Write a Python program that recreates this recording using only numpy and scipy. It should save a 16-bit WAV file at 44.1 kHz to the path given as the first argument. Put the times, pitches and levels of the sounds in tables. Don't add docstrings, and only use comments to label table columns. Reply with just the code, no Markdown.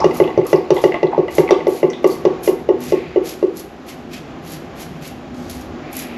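import sys
import numpy as np
from scipy import signal
from scipy.fft import rfft, irfft, next_fast_len
from scipy.io import wavfile
from scipy.ndimage import uniform_filter1d

SR = 44100
rng = np.random.default_rng(int(sys.argv[2]) if len(sys.argv) > 2 else 0)


def put_to_file(sound):
    columns = np.atleast_2d(sound).T
    safe = np.clip(columns, -1, 1)
    whole_steps = np.round(safe * 32767)
    wavfile.write(sys.argv[1], SR, whole_steps.astype(np.int16))


def invert_db(level):
    return 10 ** (np.asarray(level, dtype=float) / 20)


N = 272097
TIME = np.arange(N) / SR

# start_s, rumble_db
AIR = [
    (0.0, -33),
    (1.0, -38),
    (2.2, -34),
    (3.7, -39),
    (4.33, -34),
    (5.15, -36),
    (5.5, -33.5),
    (6.17, -35.5),
]
# pitch_hz, level_db (per Hz)
VENT_TONE = [(30, -18.5), (50, -14.5), (110, -14.5), (200, -5), (350, -3), (456, -11.5), (810, -11),
             (910, -19.5), (1080, -17.5), (2480, -27.5), (7200, -41.5), (9000, -89.5)]
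# pitch_hz, width_hz, level_db
DUCT_RESONANCES = [(73.4, 32, -11), (157.8, 28.4, -6.5), (246.4, 12.9, -4.5), (348.5, 17.3, -10)]
# pitch_hz, level_db
HISS_TONE = [(7000, 0.5), (8400, 3.5), (9900, 1), (11500, 8), (13200, 4.5), (14300, -6)]
# pitch_hz, level_db
PORT_TONE = [(10400, -42.5), (10900, -2.5), (11900, 3.5), (12500, 13.5), (13100, -2.5), (13900, -34.5)]
RUSH_DB, RUSH_FOLLOWS = -33.5, 0.62

# start_s, level_db
FLOW = [(0.0, -45), (0.66, -49), (1.0, -48), (1.32, -47), (1.52, -49.5), (2.3, -51.5), (2.72, -65),
        (2.84, -45), (3.0, -42.5), (3.2, -46.5), (3.4, -61), (3.7, -75), (5.7, -65), (5.88, -47),
        (5.97, -44), (6.17, -42)]
# pitch_hz, level_db
WATER_TONE = [(1200, -12.5), (1900, 19), (2500, 19.5), (3200, 8), (5000, 3.5), (7000, -72.5)]

# start_s, pipe_ring_db, panel_db (re ring), upper_panel_db (re ring)
RATTLES = [(0.0024, -24, 4.5, 17.5), (0.1096, -19, -19, -0.5), (0.2384, -29, -15, -4),
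           (0.2758, -19, -18, 3), (0.3042, -20.5, -2, -2), (0.3451, -31, -14, 2), (0.36, -28, -7, -5),
           (0.4135, -24, -11, -3), (0.4509, -28.5, -18, 1), (0.7651, -16, -3.5, -8.5),
           (0.7894, -24, -16, 10.5), (0.862, -29, -18, -8), (0.877, -32, -19, -7), (0.9215, -15, -30, -16),
           (0.9427, -10.5, -12, -5), (0.967, -25, -16, -8), (0.984, -26, -15, -8),
           (1.0689, -33.5, 4.5, -16), (1.282, -16.5, -3.5, 2), (1.49, -13, -11, 0.5),
           (1.5304, -33, -11, 18), (1.5698, -35, -19, -3.5), (1.6043, -17.5, -8.5, -12),
           (1.9011, -25.5, -36, -12), (1.9325, -24, -29, -13), (2.0994, -37, -13, 8)]
# start_s, level_db, pitch_hz
TICKS = [(0.0024, -24, 5200), (0.1096, -36, 4800), (0.2384, -23.5, 2850), (0.2758, -35, 3370),
         (0.4135, -48, 3670), (0.4509, -43, 4900), (0.558, -31, 4770), (0.7657, -27, 3470),
         (0.779, -28.5, 3400), (0.7894, -37, 3870), (0.803, -36.5, 3700), (0.9188, -33, 2860),
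         (0.954, -34, 3300), (1.0687, -33, 3770), (1.477, -21, 2280), (1.519, -25, 3570),
         (1.5304, -30, 2860), (1.543, -29, 3400), (1.5698, -31, 3020), (1.627, -38, 2920),
         (1.9011, -29, 5800), (1.9325, -26.5, 3440), (2.0994, -33, 4400)]
# start_s, level_db, pitch_hz, width_hz, length_s
RUBS = [(.011, -17, 872, 75.6, 0.035), (0.013, -20.5, 1120, 74, 0.021), (0.159, -28, 1110, 120, 0.015),
        (0.288, -27, 877, 120, 0.015), (0.4555, -30, 1120, 150, 0.016), (0.452, -24, 476, 120, 0.016),
        (0.477, -37.5, 1100, 216, 0.02), (0.766, -26, 861, 120, 0.02), (0.781, -21, 870, 60, 0.016),
        (0.944, -26, 1100, 102, 0.018), (0.94, -18, 614, 59.6, 0.033), (1.116, -28, 850, 277.8, 0.02),
        (1.128, -15, 750, 120, 0.012), (1.143, -21, 860, 150, 0.014), (1.365, -26, 748, 150, 0.014),
        (1.438, -29.5, 851, 111, 0.014), (1.49, -26, 877, 185, 0.016), (1.756, -35, 727, 120, 0.014),
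        (1.933, -43, 3580, 244, 0.043), (2.103, -44, 4540, 300, 0.043), (2.362, -52, 2430, 25, 0.09),
        (2.444, -47, 2430, 24.8, 0.087), (3.325, -42, 2300, 250, 0.01)]
CLIP_TOP_DB = -6

# start_s, panel_db, stud_thud_db, pipe_ring_db, crack_db
KNOCKS = [(0.0429, 1.1, 15.5, 1.5, 2.5), (0.2006, 1.7, 12, 1.5, -5.5), (0.376, 0, 11.5, -11, -7),
          (0.5296, 2, 14.5, 2.5, 0.5), (0.7048, 0.8, 11.5, -9, 4.5), (0.839, 2, 11, 6.5, 2.5),
          (1.0299, -1.5, 14, 3, -5), (1.179, -0.4, 14, -11.5, -13.5), (1.3828, 1.8, 17, -0.5, -1.5),
          (1.5078, 2.5, -16, -11.5, 8), (1.6689, -1.5, -1, -6, -4.5), (1.8299, -0.5, 13, -3.5, -11),
          (2.0431, 2, 2, 0.5, -3.5), (2.2514, 0.5, 5.5, -1, 0.5), (2.4757, 0.2, -9.5, -1, -2),
          (2.689, 0.8, -7, -2.5, -11.5), (2.922, -0.4, -18, -6.5, -6), (3.16, 0, -27, -6, -21),
          (3.427, -0.5, -16, -14, -14)]
DEEP_STUD_DB = [-3, 7, 13.5, -4, 3.5, 6, -1, -5, 0, -1, -3, -8, -1, -1, -3, -1, 0, 0, -2]
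# pitch_hz, level_db, t60_s, first_swing (direction)
PANEL_MODES = [(175.3, -30.5, 0.314, 1), (307.0, -17.9, 0.271, 1), (322.2, -15.2, 0.18, -1),
               (323.8, -19.1, 0.468, 1), (337.1, -30.1, 0.607, 1), (345.4, -10.0, 0.238, 1),
               (359.0, -27.3, 0.607, 1), (370.7, -8.2, 0.278, -1), (394.1, -10.3, 0.249, 1),
               (409.0, -23.5, 0.488, 1), (420.8, -11.4, 0.137, -1), (432.6, -13.3, 0.155, -1),
               (460.1, -21.4, 0.402, -1), (470.6, -26.5, 0.607, -1), (478.0, -29.0, 0.442, 1),
               (495.4, -28.3, 0.607, -1), (507.3, -16.0, 0.245, -1), (531.2, -20.1, 0.258, -1),
               (557.5, -12.7, 0.107, -1), (575.0, -19.5, 0.21, 1), (623.9, -38.2, 0.607, 1),
               (627.8, -11.3, 0.054, 1), (737.5, -21.5, 0.133, 1), (861.1, -23.9, 0.232, 1)]
# pitch_hz, level_db, t60_s, first_swing (direction and size)
STUD_MODES = [(165.5, -26.5, 0.21, 0.51), (149.6, -27, 0.16, -0.51), (126.4, -35, 0.22, 0.31)]
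# pitch_hz, level_db, t60_s
UPPER_MODES = [(691, -20.5, 0.08), (744, -25.5, 0.21), (829, -20, 0.069), (899, -24, 0.18),
               (963, -31, 0.16), (1085, -27, 0.15), (1129, -14.5, 0.036), (1117, -22, 0.096)]
# pitch_hz, level_db, t60_s
PIPE_MODES = [(1903, -36, 0.088), (1986, -20.5, 0.029), (2040, -16.5, 0.024), (2460, -38.5, 0.03),
              (2738, -32, 0.04), (2890, -26, 0.027)]
# pitch_hz, level_db, t60_s
HARD_EDGE_MODES = [(2814, -31, 0.048), (3630, -37.5, 0.037), (4650, -37.5, 0.037), (4910, -38, 0.035),
                   (5370, -40, 0.038), (5800, -36, 0.035), (6110, -41.5, 0.05)]
# pitch_hz, level_db
CRACK_TONE = [(1000, -6), (1450, 4), (3000, 2), (3700, -0.5), (4200, -2), (5200, -5.5), (5850, 0.5),
              (6600, -12), (8500, -38.5)]
# pitch_hz, level_db
CONTACT_TONE = [(6500, -5.5), (9000, -3), (15500, -8)]
# pitch_hz, level_db
BUZZ_TONE = [(480, -9), (600, 3.5), (900, -1), (1200, -7), (1400, -20)]
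UPPER_DB, UPPER_PER_PANEL, UPPER_PER_CRACK, UPPER_DB_PER_S_SLOWER = -1.5, 1.4, 0.083, -110
SOFTEN_DB_PER_S_SLOWER = -58
PANEL_ECHO_DB = -22

# land_s, pull_s, blade_db (at lift-off), swell_db (during the pull), skin_db (re blade)
STROKES = [(.045, 0.068, -58.5, -5, 7), (.140, 0.042, -37.5, 3.5, -3), (.462, 0.042, -37.5, 16, -2),
           (.742, 0.12, -45, 2, 2), (1.306, 0.089, -36, 18, 0), (1.676, 0.1, -37.5, 18, -2.5),
           (2.066, 0.079, -40, 4, -0.5), (2.433, 0.05, -34, 2, -5.5), (2.803, 0.1, -38.5, 13, 2),
           (3.245, 0.056, -36, 10.5, 1), (3.557, 0.039, -40, 9, -1), (3.86, 0.035, -41, 26, 1),
           (4.11, 0.036, -44.5, 18, 6.5), (4.42, .11, -38.5, 34, 0.5), (4.75, 0.067, -37, 36, 0),
           (5.01, 0.064, -42.5, 18, 2.5), (5.345, 0.17, -55.5, 4, 8), (5.497, 0.12, -47.5, -7, 0),
           (5.925, 0.083, -32.5, 15, -3)]
# start_s, peak_db
CATCHES = [(0.1446, -30), (0.4483, -37), (0.4665, -17), (0.744, -27.5), (0.7607, -33), (1.3084, -43),
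           (1.321, -36), (1.351, -17.5), (1.678, -30), (1.6945, -33), (1.7245, -31), (2.0313, -35),
           (2.0736, -19.5), (2.4059, -44), (2.435, -39), (2.4638, -17), (2.7894, -48), (2.8049, -23),
           (2.8374, -18), (2.8928, -40), (3.2475, -40), (3.268, -35), (3.297, -28), (3.5698, -22),
           (3.5962, -23.5), (3.8793, -44), (3.895, -48), (4.131, -43), (4.1435, -42), (4.4957, -33),
           (4.518, -21), (4.535, -32), (4.8364, -39), (5.0763, -21), (5.498, -20), (5.512, -24),
           (5.9283, -21), (5.941, -34), (5.9674, -13), (5.991, -18), (6.02, -27)]
# start_s, drag_db (re blade)
LATHER_LEFT = [
    (0, -7),
    (1.4, -5),
    (2.45, -9),
    (2.85, 0),
    (3.6, -6),
    (4.13, 8),
    (4.5, -4.5),
    (5.05, 1.5),
    (5.5, -3.5),
    (5.95, -2.5),
]
# pitch_hz, level_db
BLADE_TONE = [(8900, -18.5), (9600, -6.5), (10500, -10), (11400, 1.5), (12200, -1.5), (12800, -3.5),
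              (13300, -8), (14600, -30.5)]
# pitch_hz, width_hz, level_db
EDGE_MODES = [(10600, 470, -13.5), (11230, 850, -16.5), (12630, 600, -11.5), (6670, 1900, -8.5)]
# pitch_hz, level_db
SKIN_TONE = [(2600, -16), (3500, 1.5), (4500, 4.5), (7000, -1), (8300, -8), (9300, -3.5)]
# pitch_hz, level_db
LATHER_TONE = [(900, -18.5), (1700, -10.5), (2500, -5.5), (3200, -8.5), (4200, -21)]
LAND_DB_PER_S, SWELL_CURVE = 1503, 0.43
LIFT_DB, LIFT_S = -9.5, 0.056
BLADE_DB_PER_S, SKIN_DB_PER_S, LATHER_DB_PER_S = -140, -99.5, -38
SKIN_LAGS_DB = 0.5


def unit(x):
    return x / np.sqrt(np.mean(x ** 2))


def curve(table):
    s, *columns = np.transpose(table)
    return [np.interp(TIME, s, column, right=column[-1]) for column in columns]


def walk(rate_hz):
    hold = int(SR / rate_hz)
    steps = np.repeat(rng.standard_normal(N // hold + 1), hold)
    return unit(uniform_filter1d(uniform_filter1d(steps, hold), hold)[:N])


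def colour(x, tone):
    hz, db = np.transpose(tone)
    size = next_fast_len(len(x))
    log_hz = np.log(np.arange(size // 2 + 1) * SR / size + 1)
    gain = invert_db(np.interp(log_hz, np.log(hz), db, left=-90, right=-90))
    return unit(irfft(rfft(x, size) * gain, size)[:len(x)])


def resonance(x, hz, width_hz):
    peak = signal.iirpeak(hz, hz / (1.5 * width_hz), fs=SR)
    return unit(signal.lfilter(*peak, signal.lfilter(*peak, x)))


def add(out, s, sound):
    start = max(int(s * SR), 0)
    out[start:start + len(sound)] += sound


def fades(times, db, t60):
    blows = np.zeros(N)
    np.add.at(blows, np.clip(times * SR, 0, N - 1).astype(int), invert_db(db))
    return signal.lfilter([1], [1, -np.exp(-np.log(1000) / (t60 * SR))], blows)


def strike(times, db, modes, scatter_db=0., detune=0., tilt_db=0.):
    out, t = np.zeros(N + SR), TIME[:SR // 2]
    modes = np.array(modes)
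    hz, mode_db, t60 = modes[:, :3].T[:, :, None]
    if modes.shape[1] > 3:
        swing = modes[:, 3:]
    else:
        swing = (-1) ** np.arange(len(modes))[:, None]
    fade = np.exp(-np.log(1000) * t / t60)
    chance = rng.standard_normal((len(times), 2, len(modes), 1))
    for s, blow_db, tilt, (mix, pitch) in zip(times, db, tilt_db + 0 * times, chance):
        softness_db = tilt * np.maximum((hz / 360) ** 2 - 1, 0)
        gain = swing * invert_db(blow_db + mode_db + scatter_db * mix + softness_db)
        tones = np.sin(2 * np.pi * hz * (1 + detune * pitch) * t)
        add(out, s, np.sum(gain * tones * fade, axis=0))
    return out[:N]


def room(x, t60, wet_db, gap_s):
    t = TIME[:SR // 2]
    tail = rng.standard_normal(len(t)) * np.exp(-np.log(1000) * t / t60) * np.clip(t / gap_s, 0, 1)
    tail /= np.sqrt(np.sum(tail ** 2))
    return x + invert_db(wet_db) * signal.fftconvolve(x, tail)[:N]


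def ventilation():
    rumble_db = curve(AIR)[0]
    rush_db = RUSH_DB + RUSH_FOLLOWS * (rumble_db - rumble_db.mean())
    duct = colour(rng.standard_normal(N), VENT_TONE)
    low = signal.sosfiltfilt(signal.butter(2, 400, fs=SR, output="sos"), duct)
    rumble = low * invert_db(1.0 * walk(4.7))
    for hz, width, db in DUCT_RESONANCES:
        rumble += invert_db(db + 2.8 * walk(3.94)) * resonance(rng.standard_normal(N), hz, width)
    rush = (duct - low) * invert_db(rush_db + 1.0 * walk(8.9))
    hiss = invert_db(-71.5) * colour(rng.standard_normal(N), HISS_TONE)
    side_hiss = invert_db(-73.5) * colour(rng.standard_normal(N), PORT_TONE)
    return rumble * invert_db(rumble_db) + rush + hiss, side_hiss


def water():
    gurgle_db = 2.0 * walk(25)
    return invert_db(curve(FLOW)[0] + gurgle_db) * colour(rng.standard_normal(N), WATER_TONE)


def rattles():
    s, ring_db, panel_db, upper_db = np.transpose(RATTLES)
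    panel = strike(s, ring_db + panel_db - 0.5, PANEL_MODES, scatter_db=5.5, detune=0.012, tilt_db=2.5)
    upper = strike(s, ring_db + upper_db + 6, UPPER_MODES, scatter_db=2.5, detune=.01)
    ring = strike(s, ring_db + 17, PIPE_MODES[:3], scatter_db=1.5, detune=.003)
    ring += strike(s, ring_db + 17 + CLIP_TOP_DB, PIPE_MODES[3:], scatter_db=2.5, detune=.003)
    metal = np.r_[ring, np.zeros(SR)]
    t = TIME[:SR // 5]
    for start, db, hz in TICKS:
        tick = resonance(rng.standard_normal(len(t)), hz, .14 * hz)
        add(metal, start, invert_db(db - 3) * np.exp(-t / .006) * tick)
    for start, db, hz, width, length in RUBS:
        rub = resonance(rng.standard_normal(len(t)), hz, width)
        swell = np.sin(np.pi * np.clip(t / length, 0, 1) ** 0.41) ** .5
        add(metal, start, invert_db(db) * swell * rub)
    grit = fades(s, ring_db - 27.5, 0.15) * colour(rng.standard_normal(N), WATER_TONE)
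    return panel, upper, metal[:N] + grit


def knocks():
    s, panel_db, thud_db, ring_db, crack_db = np.transpose(KNOCKS)
    slowing_s = np.maximum(np.diff(s, prepend=0) - .195, 0)
    soft_db = SOFTEN_DB_PER_S_SLOWER * slowing_s
    panel = strike(s, panel_db, PANEL_MODES, scatter_db=0.5, tilt_db=soft_db)
    panel += strike(s, thud_db, STUD_MODES[:2], scatter_db=1.2, detune=.015)
    panel += strike(s, thud_db + DEEP_STUD_DB, STUD_MODES[2:], detune=.02)
    panel += strike(s, crack_db - 0.8, HARD_EDGE_MODES, scatter_db=3.5, detune=0.008)

    upper_db = UPPER_DB + UPPER_PER_PANEL * panel_db + UPPER_PER_CRACK * crack_db
    upper_db += UPPER_DB_PER_S_SLOWER * slowing_s
    upper = strike(s, upper_db, UPPER_MODES, scatter_db=2.5, detune=0.014)
    noise = rng.standard_normal(N)
    upper += fades(s, upper_db - 27.5, 0.16) * colour(np.roll(noise, SR), BUZZ_TONE)

    crack_fade = fades(s, crack_db - 30.5, 0.025) + fades(s, crack_db - 38.5, 0.11)
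    crack = crack_fade * colour(noise, CRACK_TONE)
    crack += fades(s, crack_db - 53.5, 0.027) * colour(rng.standard_normal(N), CONTACT_TONE)
    ring = strike(s, ring_db, PIPE_MODES, scatter_db=3.0, detune=0.0026)
    return panel, upper, ring + crack


def pipe():
    panel, upper, metal = np.add(rattles(), knocks())
    echoing = room(panel, 0.66, PANEL_ECHO_DB, 0.31)
    echoing += room(upper, 0.51, -3.5, 0.028)
    echoing += room(metal, 0.35, -5.0, 0.013)
    return echoing + water()


def strokes(fade_db_per_s, offset_db, lag_db=0):
    land, pull, blade_db, swell_db = np.transpose(STROKES)[:4, :, None]
    t = TIME[::20]
    since = t - land
    after = np.maximum(t - land - pull, 0)
    land_rate = LAND_DB_PER_S / (0.5 + np.maximum(swell_db, 0) / 10.0)
    rise = land_rate * np.minimum(since, 0)
    rise -= (swell_db + lag_db) * (1 - np.clip(since / pull, 0, 1) ** SWELL_CURVE)
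    fall = LIFT_DB * np.minimum(after / LIFT_S, 1) + fade_db_per_s * after
    return np.interp(TIME, t, invert_db(blade_db + offset_db + rise + fall).sum(axis=0))


def snaps(rate_hz, spread_db):
    when = rng.random(N) < rate_hz / SR
    strength_db = spread_db * np.minimum(rng.exponential(size=N), 4)
    return when * rng.choice([-1, 1], N) * invert_db(strength_db)


def razor():
    skin_db = np.array(STROKES)[:, 4:]
    lather_db = np.interp(np.array(STROKES)[:, :1], *np.transpose(LATHER_LEFT))
    blade_gain = strokes(BLADE_DB_PER_S, 0)
    skin_gain = strokes(SKIN_DB_PER_S, skin_db, SKIN_LAGS_DB)
    lather_gain = strokes(LATHER_DB_PER_S, lather_db, SKIN_LAGS_DB)

    slips = unit(fades(rng.random(1100) * N / SR, 3.0 * rng.standard_normal(1100), .035))
    slips = invert_db(-3.0) * (0.8 + 0.34 * slips)
    s, catch_db = np.transpose(CATCHES)
    catches = fades(s, catch_db - 13.5, 0.032)
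    judder = blade_gain * slips + catches

    cut = unit(snaps(3200, 3.2))
    blade = colour(cut + 0.37 * rng.standard_normal(N), BLADE_TONE)
    for hz, width, db in EDGE_MODES:
        blade += invert_db(db) * resonance(cut, hz, width)
    scrape = colour(cut + 2.4 * rng.standard_normal(N), SKIN_TONE)
    skin = (skin_gain * slips + invert_db(-17.5) * catches) * scrape
    skin += lather_gain * slips * colour(cut + 2.1 * rng.standard_normal(N), LATHER_TONE)
    side = invert_db(-6) * colour(snaps(2500, 3.5), PORT_TONE) - 0.084 * blade
    return room(judder * blade + skin, 0.24, -8.0, 0.0083), room(judder * side, .2, -6.0, .006)


def scene():
    air, air_side = ventilation()
    wall = pipe()
    shave, shave_side = razor()
    mid, side = air + wall + shave, air_side + shave_side
    return np.array([mid + side, mid - side])


def roll_off(x):
    return signal.sosfilt(signal.butter(12, 15400, fs=SR, output="sos"), x)


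def record(dry):
    heard = signal.sosfilt(signal.butter(2, 35, "high", fs=SR, output="sos"), dry)
    heard = signal.lfilter(*signal.iirnotch(9120, 17., fs=SR), heard)
    heard = signal.sosfilt(signal.cheby2(5, 40, 15200, fs=SR, output="sos"), heard)
    mix = np.clip(1.017 * heard, -1, 1)
    return roll_off(mix)


dry = scene()
out = record(dry)
put_to_file(out)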